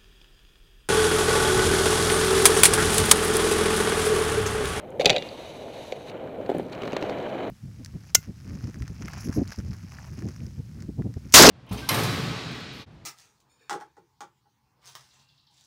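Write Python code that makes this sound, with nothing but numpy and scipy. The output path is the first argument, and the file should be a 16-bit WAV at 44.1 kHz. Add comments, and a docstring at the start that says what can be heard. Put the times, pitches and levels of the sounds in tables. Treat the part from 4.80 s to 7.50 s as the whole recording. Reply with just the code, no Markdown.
"""Wind rumbles on a snowboarder's camera, riding close to the board; its closed case sounds hollow
and hears in mono. The board slaps onto a steel-edged box and clatters, ringing the steel and the
hollow body, slides along with a hiss and clips the far end. It drops onto packed snow with a few
thumps, chirps once on ice and scrapes away over cracking crumbs."""
import sys
import numpy as np
from scipy import signal
from scipy.fft import rfft, irfft, next_fast_len
from scipy.io import wavfile
from scipy.ndimage import map_coordinates

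SR = 44100
rng = np.random.default_rng(int(sys.argv[2]) if len(sys.argv) > 2 else 0)


def transcribe(signal):
    """Save signal, clipped to [-1, 1], as a 16-bit WAV file at the path in sys.argv[1]."""
    frames = np.atleast_2d(signal).T
    limited = np.clip(frames, -1, 1)
    pcm = np.round(limited * 32767).astype(np.int16)
    wavfile.write(sys.argv[1], SR, pcm)


N = 119070

# modes of the board flexing on snow: pitch_hz, level_db, t60_s
BOARD_FLEX = [(265.5, -7.5, 0.037), (388, 1.5, 0.022), (556, 1, 0.015), (734, -4.5, 0.025),
              (857, -9.5, 0.02)]


def amp(db):
    """Decibels to gain."""
    return 10 ** (np.asarray(db) / 20)


def unit(x):
    """Scale to rms 1."""
    return x / np.sqrt(np.mean(x ** 2) + 1e-20)


def level(rows):
    """Gain per sample from points of time_s, level_db."""
    return amp(np.interp(np.arange(N) / SR, *np.transpose(rows)))


def flutter(depth_db, rate_hz):
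    """A gain that wanders smoothly through random knots."""
    knots = rng.standard_normal(int(N * rate_hz / SR) + 4)
    return amp(depth_db * map_coordinates(knots, [np.arange(N) * rate_hz / SR]))


def colour(x, spectrum, tilt_db=0):
    """Causal filter through points of freq_hz, level_db, tilted per octave about the loudest."""
    size = 2 * next_fast_len(len(x))
    hz, db = np.transpose(spectrum)
    db = db + tilt_db * np.log2(hz / hz[np.argmax(db)])
    gain = amp(np.interp(np.log(np.fft.rfftfreq(size, 1 / SR) + 1), np.log(hz), db))
    cepstrum = irfft(np.log(gain))
    cepstrum[1:size // 2] *= 2  # fold to minimum phase: nothing sounds ahead of a blow
    cepstrum[size // 2 + 1:] = 0
    return irfft(rfft(x, size) * np.exp(rfft(cepstrum)))[:len(x)]


def noise(spectrum):
    """Coloured noise of rms 1."""
    return unit(colour(rng.standard_normal(N), spectrum))


def age():
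    """Seconds since a blow."""
    return np.arange(SR // 3) / SR


def fade(t60_s):
    """A decay of 60 dB in t60_s."""
    return np.exp(-np.log(1000) * age() / t60_s)


def burst(envelope, spectrum, tilt_db=0):
    """A coloured noise burst with the energy of its envelope."""
    x = colour(envelope * rng.standard_normal(len(envelope)), spectrum, tilt_db)
    return x * np.linalg.norm(envelope) / np.linalg.norm(x)


def ring(modes, scatter_db, detune, rise_s=0.0018):
    """Damped modes of alternating sign, a little different with every blow."""
    out = 0
    for k, (hz, db, t60_s) in enumerate(modes):
        gain = (-1) ** k * amp(db + scatter_db * rng.normal())
        pitch_hz = hz * (1 + detune * rng.normal())
        out += gain * fade(t60_s) * np.sin(2 * np.pi * pitch_hz * age())
    return (1 - np.exp(-age() / rise_s)) * out


def add(track, start_s, x):
    """Mix x into the track at start_s."""
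    i = round(start_s * SR)
    track[i:i + len(x)] += x[:N - i]


def camera_wind():
    """Air and board noise roar in the case around the microphone, over buffeting and steady airflow."""
    # loudness of the hollow roar and of the buffeting: time_s, level_db
    roar_levels = [(0, -43.5), (.13, -41), (.19, -38.5), (.23, -31), (.38, -37), (.42, -39), (.5, -42),
                   (.75, -42.5), (.86, -40), (1.08, -44), (1.25, -40), (1.44, -38.5), (1.5, -39.5),
                   (1.56, -34.5), (1.67, -39), (1.96, -40.5), (2.05, -38), (2.2, -35.5), (2.28, -31),
                   (2.7, -34.5)]
    buffet_levels = [(0, -52), (.17, -45.5), (.2, -40), (.26, -46), (.32, -42), (.4, -40.5), (.5, -59),
                     (.8, -59), (1.1, -51.5), (1.4, -48), (1.65, -44), (1.75, -33), (1.88, -39.5),
                     (1.97, -39.5), (2.05, -35), (2.22, -37.5), (2.3, -39), (2.7, -40.5)]
    # spectra of the roar, the buffeting and the airflow: freq_hz, level_db
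    roar_spectrum = [(100, -24.5), (220, -8), (350, -6), (520, -1.5), (620, -2), (780, -9.5), (950, -18.5),
                     (1200, -33.5), (2500, -66)]
    buffet_spectrum = [(20, -35.5), (40, -32), (70, -12), (105, -2.5), (170, 1), (270, 1.5), (400, -1.5),
                       (650, -9), (1200, -48)]
    airflow_spectrum = [(20, -17), (40, -12), (70, -2.5), (105, 2), (150, 0.5), (250, -26.5), (600, -48.5)]
    waver, gusts = flutter(depth_db=1.2, rate_hz=45), flutter(depth_db=1.6, rate_hz=25)
    roar = level(roar_levels) * waver * noise(roar_spectrum)
    buffeting = level(buffet_levels) * gusts * noise(buffet_spectrum)
    return roar + buffeting + amp(-53) * noise(airflow_spectrum)


def grit(spectrum, grains_per_s=1800, grain_share=0.56):
    """Countless tiny fractures of uneven size over a smooth rush, rms 1."""
    hits = rng.random(N) < grains_per_s / SR
    grains = unit(hits * rng.choice([-1, 1], N) * amp(np.minimum(rng.exponential(size=N), 4)))
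    rush = rng.standard_normal(N)
    return unit(colour(grain_share ** .5 * grains + (1 - grain_share) ** .5 * rush, spectrum))


def clods(spectrum, bursts_per_s=72):
    """Small clods of snow burst at random moments, rms 1."""
    hits = rng.random(N) < bursts_per_s / SR
    sizes = hits * amp(-1.5 * np.minimum(rng.exponential(size=N), 3))
    envelope = signal.fftconvolve(sizes, fade(t60_s=0.016))[:N]
    return unit(colour(envelope * rng.standard_normal(N), spectrum))


def snow_scrape(bite_s=2.24, bite_width_s=0.32):
    """Base and edge scrape over grainy snow, brighter while the edge bites and throws powder."""
    # loudness of the scrape: time_s, level_db
    scrape_levels = [(0, -53.5), (.18, -58.5), (.25, -55.5), (1.26, -58), (1.33, -48), (1.42, -49.5),
                     (1.52, -52.5), (1.6, -53), (1.68, -50), (1.76, -48), (1.88, -53.5), (1.95, -45),
                     (2.03, -43.5), (2.2, -42.5), (2.3, -42), (2.45, -41), (2.7, -43)]
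    # spectra of the scrape and of the thrown powder: freq_hz, level_db
    scrape_spectrum = [(300, -21.5), (800, 7), (1150, 2.5), (1500, 1), (1950, -3.5), (2400, -0.5),
                       (2700, -8), (3000, -3), (3400, -10.5), (4000, -9.5), (4900, -28.5), (6500, -26),
                       (8500, -38), (15000, -72)]
    spray_spectrum = [(2000, 2.5), (3000, 6), (4400, 11), (5100, -1), (6000, 1), (8000, -8), (11000, -19),
                      (15000, -18.5)]
    bite = np.exp(-.5 * ((np.arange(N) / SR - bite_s) / bite_width_s) ** 2)
    scrape = grit(scrape_spectrum) * flutter(depth_db=1.2, rate_hz=70) + amp(-5) * clods(scrape_spectrum)
    spray = clods(spray_spectrum) + 0.43 * grit(spray_spectrum)
    return level(scrape_levels) * scrape + amp(-57.5) * bite * spray


def ticks():
    """Two thin, high ticks sound close to the microphone."""
    # the ticks: start_s, level_db
    events = [(0.105, -47.5), (1.7835, -37)]
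    # spectrum of a tick: freq_hz, level_db
    spectrum = [(4500, -36), (6500, -3), (7600, 2), (10000, 3), (15000, -15)]
    out = np.zeros(N)
    for start_s, db in events:
        add(out, start_s, amp(db) * burst(fade(t60_s=0.0032), spectrum))
    return out


def box_knocks():
    """Each contact cracks, rings the steel and thuds; where it lands decides which body modes answer."""
    # board against box: start_s, clack_db, thud_db, tilt_db_per_octave, body_centre_hz, bite_hz
    contacts = [(0.1966, -27.5, -11, -1, 480, 2000), (.2065, -41.5, -21.5, 4.5, 620, 2400),
                (0.21, -23, -22, -4, 610, 2390), (.2172, -25, -26, -5.5, 620, 3850),
                (0.245, -32.5, -13.5, -11, 488, 2400), (0.247, -24.5, -34, -3, 500, 3850),
                (.2572, -3.5, -9, 2, 477, 3850), (0.2613, -14.5, -11, 0.5, 570, 2400),
                (.2670, -20, -17, -15.5, 524, 3010), (.2738, -22.5, -13, 5.5, 564, 3850),
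                (.2805, -30, -18.5, 2.5, 493, 3000), (.2880, -30, -40, -12.5, 500, 3850),
                (0.296, -9, -14, -6, 497, 7000), (.3014, -7, -13.5, 1.5, 600, 2250),
                (.3076, -15.5, -13.5, -7, 675, 2004), (.3155, -37, -25, 2.5, 504, 2800),
                (.3205, -39, -16.5, 0, 473, 2800), (.3290, -23, -19, -5, 620, 3070),
                (.3420, -33, -20, -3.5, 527, 3000), (0.35, -28.5, -20, -7, 600, 2840),
                (.3570, -29.5, -24, -8, 520, 3870), (.3630, -15.5, -19.5, -3.5, 620, 2940),
                (.3670, -23.5, -18, -9.5, 816, 3880), (0.3815, -21.5, -22.5, 2, 694, 3850),
                (0.423, -28.5, -33, -4.5, 450, 3020), (.4886, -35, -40, -1, 500, 4270),
                (1.1222, -28.5, -16.5, -3.5, 460, 2430), (1.297, -37.5, -34.5, -6.5, 500, 2500)]
    # spectrum of a clack: freq_hz, level_db
    clack_spectrum = [(600, -21), (1100, -20), (1350, -12.5), (1600, -12.5), (2000, -7), (2450, -1),
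                      (2800, -6), (3300, -3), (3850, 1), (4300, -6.5), (4650, -2.5), (5200, -14.5),
                      (5900, -7.5), (6500, -15.5), (7100, -9.5), (8000, -24), (11000, -30.5),
                      (15000, -42.5)]
    # modes of the steel frame, the hollow board and box, the bending board: pitch_hz, level_db, t60_s
    steel_modes = [(1990, 3, 0.13), (2200, -3, 0.13), (2440, -6, 0.12), (2497, 0.5, 0.23), (2740, -6, .12),
                   (2790, -4, 0.42), (2916, -1, 0.21), (3530, -3.5, 0.28), (3600, -2.5, 0.08),
                   (4180, -8.5, 0.088), (4160, -10, .11), (4440, -1, .1), (4650, -8, 0.042)]
    body_modes = [(263, -5.5, 0.078), (407, -9.5, 0.063), (505, -0.5, 0.044), (607.4, -5.5, 0.052),
                  (741, -0.5, 0.042)]
    bend_modes = [(123, -1.5, .11), (169, -6.5, 0.11)]
    rise_s, clack_t60_s = 0.00026, 0.02
    snap_share, snap_t60_s = 0.2, 0.004  # the part that dies in the first instant of contact
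    bite_db, bite_width_oct, thud_width_oct = 8.5, 0.2, 0.44
    rise = 1 - np.exp(-age() / rise_s)
    snap = clack_t60_s / snap_t60_s * fade(snap_t60_s)
    envelope = rise * ((1 - snap_share) * fade(clack_t60_s) + snap_share * snap)
    out = np.zeros(N)
    for start_s, clack_db, thud_db, tilt_db, centre_hz, bite_hz in contacts:
        spectrum = [(hz, db + bite_db * np.exp(-.5 * (np.log2(hz / bite_hz) / bite_width_oct) ** 2))
                    for hz, db in clack_spectrum]
        crack = burst(envelope, spectrum, tilt_db)
        rattle = amp(-23.5) * burst(rise * fade(t60_s=0.13), clack_spectrum, tilt_db - 5)
        steel = amp(-33) * ring(steel_modes, scatter_db=7.5, detune=0.003)
        boom = amp(-22) * ring(bend_modes, scatter_db=3.5, detune=0.043)
        struck_modes = [(hz, db - 6 * abs(np.log2(hz / centre_hz)) / thud_width_oct, t60_s)
                        for hz, db, t60_s in body_modes]
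        thud = ring(struck_modes, scatter_db=5, detune=0.047)
        add(out, start_s, amp(clack_db) * (crack + rattle + steel + boom) + amp(thud_db) * thud)
    return out


def box_slide():
    """The base rubs along the box with a slightly chattering hiss."""
    # loudness of the hiss and of its treble fizz: time_s, level_db
    hiss_levels = [(.192, -87), (.2, -32.5), (.24, -47.5), (.33, -45), (.40, -47.5), (.47, -48), (.55, -47),
                   (.65, -48), (.85, -50.5), (1.0, -48), (1.11, -50.5), (1.15, -53.5), (1.26, -54.5),
                   (1.30, -45.5), (1.33, -78)]
    fizz_levels = [(.4, -81.5), (.52, -80.5), (.68, -64), (.85, -67), (1.05, -61), (1.12, -58), (1.16, -75),
                   (1.29, -64), (1.33, -89.5)]
    # spectra of hiss and fizz: freq_hz, level_db
    hiss_spectrum = [(300, -17), (900, 4), (1300, -9.5), (2000, -5.5), (2400, -1), (2700, -4.5), (3000, -1),
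                     (3300, -7), (3850, 0.5), (4400, -7.5), (5150, -17.5), (5900, -14.5), (6600, -14),
                     (7400, -22.5), (8050, -17.5), (9400, -26), (10700, -19), (12000, -29.5),
                     (15300, -28.5)]
    fizz_spectrum = [(3000, -4), (4500, 3), (5200, -4), (6200, 8), (7400, -6), (8100, -10), (9400, -12),
                     (10700, -1), (12000, -7), (15300, -15)]
    hiss = level(hiss_levels) * noise(hiss_spectrum)
    fizz = level(fizz_levels) * noise(fizz_spectrum)
    return (hiss + fizz) * flutter(depth_db=1.5, rate_hz=59.3)


def ice_crumbs():
    """Ice breaks under the edge and jolts the board."""
    # breaking crumbs: start_s, crack_db, thump_db
    crumbs = [(1.6122, -46, -50), (1.6625, -38, -50), (1.951, -37, -54), (2.02, -28.5, -29),
              (2.035, -34.5, -23), (2.059, -38, -26.5), (2.077, -29, -34), (2.121, -34, -43),
              (2.1310, -30, -21.5), (2.1661, -19, -22), (2.2254, -24.5, -20), (2.238, -37, -18.5),
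              (2.296, -27, -26.5)]
    # spectrum of a crack: freq_hz, level_db
    spectrum = [(500, 3.5), (1400, 8.5), (2200, 3), (2850, 6.5), (3400, 0.5), (4200, -1.5), (5200, -8.5),
                (6600, -9.5), (8500, -23.5), (15000, -30)]
    out = np.zeros(N)
    for start_s, crack_db, thump_db in crumbs:
        crack = amp(crack_db) * burst(fade(t60_s=0.015), spectrum)
        thump = amp(thump_db) * ring(BOARD_FLEX, scatter_db=5, detune=0.056)
        add(out, start_s, crack + thump)
    return out


def landing():
    """The board slaps down in stages, each with a puff of snow."""
    # blows on packed snow: start_s, level_db
    thumps = [(1.6916, -11.5), (1.6989, -11.5), (1.715, -15), (1.747, -16), (1.764, -24.5), (1.7952, -14.5)]
    # spectrum of a puff: freq_hz, level_db
    puff_spectrum = [(500, -0.5), (1200, 7.5), (3000, -0.5), (4400, -5), (5200, -19), (8200, -15),
                     (10000, -23.5), (15000, -24.5)]
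    out = np.zeros(N)
    for start_s, db in thumps:
        thump = ring(BOARD_FLEX, scatter_db=0, detune=0.035)
        puff = amp(-27) * burst(fade(t60_s=0.056), puff_spectrum)
        add(out, start_s, amp(db) * (thump + puff))
    return out


def edge_squeak(peak_s=1.9325, width_s=0.0017):
    """One brief stick-slip chirp of the edge on ice."""
    # spectrum of the chirp: freq_hz, level_db
    spectrum = [(3000, -36), (3900, -4), (4350, 3), (4900, -18), (6000, -27), (12000, -34.5)]
    envelope = np.exp(-.5 * ((np.arange(N) / SR - peak_s) / width_s) ** 2)
    return amp(-40.5) * envelope * noise(spectrum)


def scene():
    """Board, snow and wind reach both channels alike, over a faint steady hiss."""
    board = box_knocks() + box_slide() + landing() + ice_crumbs() + ticks() + edge_squeak()
    mono = board + snow_scrape() + camera_wind() + amp(-74) * rng.standard_normal(N)
    return np.array([mono, mono])


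def record(dry, ceiling=0.88, top_hz=15600):
    """The camera clips just under full scale and keeps nothing above its band limit."""
    size = next_fast_len(N + SR // 2)
    clipped = np.clip(dry, -ceiling, ceiling)
    passband = np.fft.rfftfreq(size, 1 / SR) < top_hz
    return irfft(rfft(clipped, size) * passband, size)[:, :N]


dry = scene()
out = record(dry)
transcribe(out)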